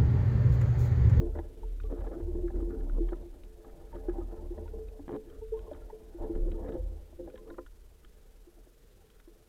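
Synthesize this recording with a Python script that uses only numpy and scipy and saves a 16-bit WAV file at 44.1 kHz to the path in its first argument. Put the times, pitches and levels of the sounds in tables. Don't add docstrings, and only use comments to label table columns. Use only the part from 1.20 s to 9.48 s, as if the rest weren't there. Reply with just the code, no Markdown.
import sys
import numpy as np
from scipy import signal
from scipy.fft import rfft, irfft
from scipy.io import wavfile
from scipy.ndimage import uniform_filter1d

SR = 44100
rng = np.random.default_rng(int(sys.argv[2]) if len(sys.argv) > 2 else 0)


def volts(x):
    e = np.asarray(x, float) / 20
    return 10 ** e


def to_wav(sig):
    pcm = np.clip(np.atleast_2d(sig), -1, 1) * 32767
    pcm = np.round(pcm).astype(np.int16)
    wavfile.write(sys.argv[1], SR, pcm.T)


N = 365148
T = np.arange(N) / SR


def level(x, db):
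    return x * volts(db) / np.sqrt(np.mean(x ** 2))


def walk(rate):
    hold = int(SR / rate)
    steps = np.repeat(rng.standard_normal(N // hold + 1), hold)
    return 1.7 * uniform_filter1d(uniform_filter1d(steps, hold), hold)[:N]


def coloured(spectrum):
    hz, db = np.transpose(spectrum)
    bins_hz = np.arange(N // 2 + 1) * SR / N + 1
    gain = volts(np.interp(np.log(bins_hz), np.log(hz), db))
    return irfft(rfft(rng.standard_normal(N)) * gain, N)


def ring(force, hz, t60):
    radius = 1000. ** (-1 / (t60 * SR))
    turn = 2 * np.pi * hz / SR
    return signal.lfilter([0, np.sin(turn)], [1, -2 * radius * np.cos(turn), radius * radius], force)


def soft(force, top_hz):
    return signal.sosfilt(signal.butter(2, top_hz, fs=SR, output="sos"), force)


def swells(start, held, db, attack, fade_db_s):
    power = np.zeros(N)
    for s, h, peak_db in zip(start, held, db):
        rise = np.clip((T - s) / attack, 0, 1) if s > 0 else 1
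        fade_db = fade_db_s * np.clip(T - s - attack - h, 0, 2)
        power += (rise * volts(peak_db - fade_db)) ** 2
    return np.sqrt(power)


def add(out, s, sound):
    i = int(s * SR)
    out[i:i + len(sound)] += sound[:N - i]


# pitch_hz, density_db (relative)
WATER_SPECTRUM = [(24, -26), (50, -15), (155, -14), (302, -21.5), (440, -11), (514, -18.5), (749, -38.5),
                  (3000, -39), (3900, -39), (6600, -120)]


def sea():
    return level(coloured(WATER_SPECTRUM) * volts(1.7 * walk(5.2)), -65)


# pitch_hz, density_db (relative)
HISS_SPECTRUM = [(880, -4), (1500, -1.5), (1820, -3.5), (2090, -5.5), (14100, -8), (15500, -11)]


def faint_hiss():
    throb_hz = SR / 2048
    throb_db = 1.23 * np.tanh(10.0 * np.cos(2 * np.pi * throb_hz * (T - .0147)))
    return level(coloured(HISS_SPECTRUM) * volts(throb_db), -71)


# start_s, held_s, first_bending_db, second_bending_db
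LINE_TUGS = [(0.0, 0.17, -36, -41.5), (0.419, 0.23, -33.5, -48.5), (0.78, 0.071, -36, -41),
             (1, 0.23, -36.5, -40), (1.331, 0.087, -30, -42), (1.569, 0.3, -30, -52),
             (2.72, 0.11, -43, -52), (2.86, 0.15, -34.5, -45.5), (3.17, 0.49, -42.5, -50.5),
             (4.17, 0.2, -41.5, -51.5), (4.99, 0.03, -37, -43.5), (5.142, 0.07, -26.5, -43),
             (5.27, 0.028, -28.5, -45), (5.57, 0.069, -37.5, -44), (5.71, 0.023, -43, -59)]


def sway():
    first_hz, second_hz = 38.2, 73.45
    attack_s, first_fade_db_s, second_fade_db_s = 0.017, 96, 52
    start, held, first_db, second_db = np.transpose(LINE_TUGS)

    phase = 2 * np.pi * np.cumsum(first_hz * (1 + 0.0602 * walk(6.2))) / SR
    first = np.sqrt(2) * volts(1.5 * walk(14)) * np.sin(phase)
    surge = level(soft(ring(rng.standard_normal(N), 44.0, 0.1), 60), -13.0)
    second = level(ring(rng.standard_normal(N), second_hz, 0.63), 0)
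    drift = level(soft(ring(rng.standard_normal(N), first_hz, 0.26), 70), -0.53)

    idle = volts(-47.5 - 5 * np.maximum(T - 5.69, 0))
    bend = swells(start, held, first_db, attack_s, first_fade_db_s)
    tugged = swells(start, held, second_db, attack_s, second_fade_db_s)
    shake = np.hypot(tugged, idle * volts(-12.5))
    return bend * (first + surge) + idle * drift + shake * second


# pitch_hz, level_db (relative), t60_s
BODY_MODES = [(129, -19.5, 0.045), (164, -22, 0.23), (223, -13, 0.18), (282.9, -7, 0.21), (347, 2.5, 0.15),
              (437.1, -3, 0.2), (509.5, -8.5, 0.14), (610.3, -12, 0.048), (691, -13.5, 0.028),
              (792, -14.5, 0.045), (888, -17, 0.028), (1011, -30.5, 0.11), (1290, -16, 0.011),
              (1450, -28, 0.029), (1678, -25.5, 0.029), (1960, -39.5, 0.046), (2520, -38, 0.013),
              (3150, -28, 0.006), (3730, -39.5, 0.013)]
# start_s, held_s, effort_db, scratch_db (upper modes, on top of effort)
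GLOVE_STROKES = [(0.0, 0.019, -37, -13), (0.13, 0.021, -42.5, -9.5), (0.22, 0.14, -46.5, -22),
                 (0.42, 0.27, -53, -13.5), (0.68, 0.28, -45.5, -5.5), (1.05, 0.65, -41, -17),
                 (1.8, 0.13, -45.5, -13), (1.98, 1.57, -58, -7), (2.722, 0.16, -48, -9.5),
                 (2.87, 0.12, -42, -14), (3.1, 0.34, -50.5, -8), (3.55, 0.42, -58.5, -5.5),
                 (3.96, 0.12, -51, -14), (4.31, 0.23, -60.5, 1.5), (4.5, 0.47, -58.5, -4.5),
                 (4.97, 0.088, -46, -5), (5.13, 0.24, -43, -19), (5.36, 0.17, -45, -8.5),
                 (5.6, 0.27, -55.5, -14), (5.97, 0.33, -52, -16), (6.4, 1.9, -76, 0.5)]
# from_s, mode_440_hz_db, mode_515_hz_db
HOLDS = [(0, -1, -11.5), (3.45, 9.5, -20.5), (5.05, -2.5, 6), (6.45, 9, -15)]


def rub():
    attack_s, fade_db_s, regrip_s = 0.03, 108, 0.19
    start, held, effort_db, scratch_db = np.transpose(GLOVE_STROKES)
    since, *columns = np.transpose(HOLDS)
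    hold = np.searchsorted(since, T, side="right") - 1
    freed = [uniform_filter1d(c[hold], int(regrip_s * SR)) for c in columns]
    freed_db = dict(zip((5, 6), freed))

    bunches = volts(2.4 * walk(30))
    dense = rng.standard_normal(N) * volts(2.45 * np.minimum(rng.exponential(size=N), 6.5)) * bunches
    sparse = rng.standard_normal(N) * volts(3.55 * np.minimum(rng.exponential(size=N), 6)) * bunches
    crackle = volts(3.5 * np.clip(walk(70), -2, 2))

    low, high = np.zeros(N), np.zeros(N)
    for k, (hz, mode_db, t60) in enumerate(BODY_MODES):
        patchy = volts(2.97 * walk(10))
        if hz > 560:
            slips = sparse * (crackle if hz > 1100 else 1)
            high_db = mode_db - 5 * (hz > 1100) - 6 * (hz > 2300)
            high += patchy * level(ring(soft(slips, 1.19 * hz), hz, t60), high_db)
        else:
            mode = level(ring(soft(dense, 1.28 * hz), hz, t60), mode_db)
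            low += patchy * mode * volts(freed_db.get(k, 0))

    press = swells(start, held, effort_db, attack_s, fade_db_s)
    scratch = swells(start, held, effort_db + scratch_db, attack_s, fade_db_s)
    return press * volts(-6) * low + scratch * level(high, 0)


def blow(gains_db, rise, chance, lasting=1):
    hz, _, t60 = np.array(BODY_MODES).T[:, :, None]
    t = np.arange(int(.3 * SR)) / SR
    phase = 2 * np.pi * hz * (1 + 0.014 * chance[0, :, None]) * t
    strength = volts(gains_db + 4.4 * chance[1])[:, None]
    rings = strength * np.sin(phase) * 1000. ** (-t / (lasting * t60))
    swell = np.sin(np.pi / 2 * np.clip(t / max(rise, 2e-4), 0, 1)) ** 2
    sound = rings.sum(axis=0) * swell
    return sound / np.abs(sound).max()


# time_s, peak_db, favoured_mode_hz, hardness_db
DULL_KNOCKS = [(0.055, -33, 346, -29), (0.154, -30.5, 331, -19.5), (0.192, -28.5, 352, -11.5),
               (0.435, -45, 852, -20), (0.641, -40.5, 437, -18.5), (0.924, -35, 346, -33),
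               (0.999, -33.5, 362, -31), (1.081, -33.5, 347, -37), (1.153, -29, 346, -23),
               (1.187, -33, 355, -23), (1.231, -28.5, 345, -43.5), (1.305, -38.5, 347, -12),
               (1.344, -34, 359.4, -16.5), (1.427, -30.5, 347, -14.5), (1.537, -40, 436, -22),
               (1.804, -26, 347, -32), (1.922, -28, 367, -20), (2.886, -23, 347, -16),
               (2.986, -30, 347, -15), (3.13, -45.5, 347, -33), (3.187, -45, 346, -27),
               (3.224, -40.5, 347, -21), (3.305, -33.5, 330, -33), (3.38, -34.5, 457, -17.5),
               (3.537, -36.5, 438, -18.5), (3.793, -38.5, 270, -21.5), (4.214, -36, 440, -43),
               (4.32, -26.5, 437, -36.5), (4.475, -42, 440, -38), (4.515, -32, 327, -19.5),
               (4.702, -42, 863, -20), (4.728, -38.5, 437, -25), (4.944, -39, 352, -36),
               (5.009, -39, 345, -20), (5.094, -26, 325, -37.5), (5.154, -33.5, 126.5, -31),
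               (5.278, -35.5, 484.5, -27), (5.524, -35.5, 353, -44), (5.93, -46.5, 352, -10),
               (5.991, -34.5, 534.4, -34.5), (6.076, -40, 502, -17.5), (6.137, -38.5, 530, -27.5),
               (6.261, -43.5, 440, -38), (6.383, -31.5, 492, -18.5), (6.403, -66, 445, -4),
               (7.274, -48.5, 347, -13), (7.466, -50.5, 308, -22), (8.078, -46, 347, -9.5)]


def knocks():
    out, (hz, db, _) = np.zeros(N), np.transpose(BODY_MODES)
    chances = rng.standard_normal((len(DULL_KNOCKS), 2, len(BODY_MODES)))
    for (s, peak_db, near_hz, hard_db), chance in zip(DULL_KNOCKS, chances):
        place_db = (5.5 - 0.99 * hard_db) * np.exp(-(np.log(hz / near_hz) / 0.051) ** 2)
        place_db -= 15 * (near_hz > 600) * (hz < 560)
        bright_db = (hz > 560) * (hard_db + 39) - 15 * (hz > 2300)
        rise = 0.0034 * volts(-.4 * hard_db)
        lasting = volts(-0.15 * (hard_db + 32))
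        add(out, s - .004, volts(peak_db) * blow(db + place_db + bright_db, rise, chance, lasting))
    return out


def gritty(sound, length):
    t = np.arange(int(.06 * SR)) / SR
    chatter = rng.standard_normal(len(t)) ** 3 * np.exp(-t / max(length, 1e-4))
    out = signal.fftconvolve(sound, chatter)[:len(sound)]
    return out / np.abs(out).max()


# time_s, peak_db, favoured_mode_hz, top_end_db
TICKS_AND_CLICK = [(0.1876, -49, 1220, -23), (0.601, -46, 1450, -11), (0.636, -55, 1450, -4),
                   (1.279, -48.5, 1450, -27.5), (1.355, -56, 1380, -31), (1.4036, -53, 1284, -31),
                   (1.506, -53.5, 1450, -24), (1.608, -55.5, 1450, -22), (1.6976, -45.5, 1410, -19),
                   (1.8882, -47.5, 1700, -23.5), (1.932, -42, 1300, -28), (2.236, -53, 1450, -1),
                   (2.4472, -53.5, 1280, -19), (2.4973, -57, 1530, -24), (2.8927, -45.5, 1250, -28),
                   (3.478, -52.5, 1960, -19), (3.685, -56.5, 1450, -6), (4.0994, -56, 1450, -13),
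                   (4.392, -52, 1450, -2), (4.5102, -60, 1450, -3), (4.5326, -52, 1590, -8),
                   (4.547, -51, 1450, -22), (4.563, -57, 1450, -24), (5.1532, -51, 1670, -14),
                   (5.317, -50, 1250, -13), (5.492, -49, 1290, -21), (5.522, -51, 1270, -16),
                   (6.1, -52.5, 1450, -8), (6.1565, -52, 1770, -13), (6.1774, -50.5, 1350, -12),
                   (6.276, -57, 1730, -25), (6.3006, -47, 1960, -29), (6.342, -54, 1300, -28),
                   (6.3836, -40, 1290, -34), (6.464, -48, 1740, -9), (6.8482, -50.5, 1680, -11),
                   (7.9027, -56.5, 1810, -3), (8, -53.5, 1410, -10)]


def ticks():
    out, (hz, db, _) = np.zeros(N), np.transpose(BODY_MODES)
    chances = rng.standard_normal((len(TICKS_AND_CLICK), 2, len(BODY_MODES)))
    for (s, peak_db, near_hz, top_db), chance in zip(TICKS_AND_CLICK, chances):
        place_db = 6 * np.exp(-(np.log(hz / near_hz) / 0.026) ** 2)
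        low_cut_db = 30 * np.clip(np.log2(1250 / hz), 0, 3)
        gains_db = db + place_db - low_cut_db + (hz > 2300) * (top_db + 26.5)
        chatter_s = min(0.001 * volts(-.7 * top_db), 0.004)
        add(out, s - .0012, volts(peak_db) * gritty(blow(gains_db, 0.0011, chance), chatter_s))
    return out


# start_s, level_db (the envelope tops out 2.3 dB lower), pitch_hz (nominal)
AIR_BUBBLES = [(0.648, -58, 1160), (2.727, -46, 922), (3.01, -55, 1250), (3.19, -52, 875),
               (3.455, -52.5, 936), (4.213, -55.5, 900), (4.339, -47.5, 913), (4.368, -54, 1065),
               (4.467, -54.5, 1056), (4.618, -60, 1386)]


def bubbles():
    out, t = np.zeros(N), np.arange(int(.08 * SR)) / SR
    shape = t / 0.0091 * np.exp(1 - t / 0.007)
    for start, level_db, hz in AIR_BUBBLES:
        tone = np.sin(2 * np.pi * hz * t * (0.987 + 0.29 * t))
        add(out, start, volts(level_db) * shape * tone)
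    return out


# start_s, end_s, level_db (typical slip peak), first_slips_per_s, lift_db_per_octave
LINE_SCRAPES = [(0.694, 0.73, -43, 260, 6), (0.763, 0.794, -43, 246, 6), (0.804, 0.821, -44.5, 300, 19),
                (0.862, 0.88, -39.5, 300, 12.5), (0.914, 0.928, -39, 250, 13),
                (0.988, 1.01, -44.5, 250, 14.5), (1.744, 1.86, -45.5, 220, -15.5),
                (2.709, 2.79, -51, 182, 18), (3.88, 3.963, -32.5, 78, 10.5), (4.981, 5.14, -52, 158, 4),
                (5.444, 5.54, -42.5, 190, 12.5), (6.257, 6.313, -47, 130, -3)]


def scrapes():
    out, (hz, db, _) = np.zeros(N), np.transpose(BODY_MODES)
    for start, end, scrape_db, rate, tilt_db in LINE_SCRAPES:
        lift_db = tilt_db * np.log2(np.clip(hz, 950, 2000) / 750)
        gains_db = db + lift_db - 6 * (db > -3)
        for chance in rng.standard_normal((40, 3, len(BODY_MODES))):
            if start < end:
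                slip_db = scrape_db + 1.5 * chance[2, 0]
                add(out, start, volts(slip_db) * blow(gains_db, .001, chance, .85))
            start += np.exp(0.1375 * chance[2, 1]) / rate
            rate *= 1.13
    return out


def scene():
    return (sea() + sway() + rub() + knocks() + ticks() + bubbles() + scrapes())[None]


def top_cut(x):
    return signal.sosfilt(signal.butter(12, 15660, fs=SR, output="sos"), x)


def record(dry):
    mix = dry + faint_hiss()
    return top_cut(mix)


dry = scene()
out = record(dry)
to_wav(out)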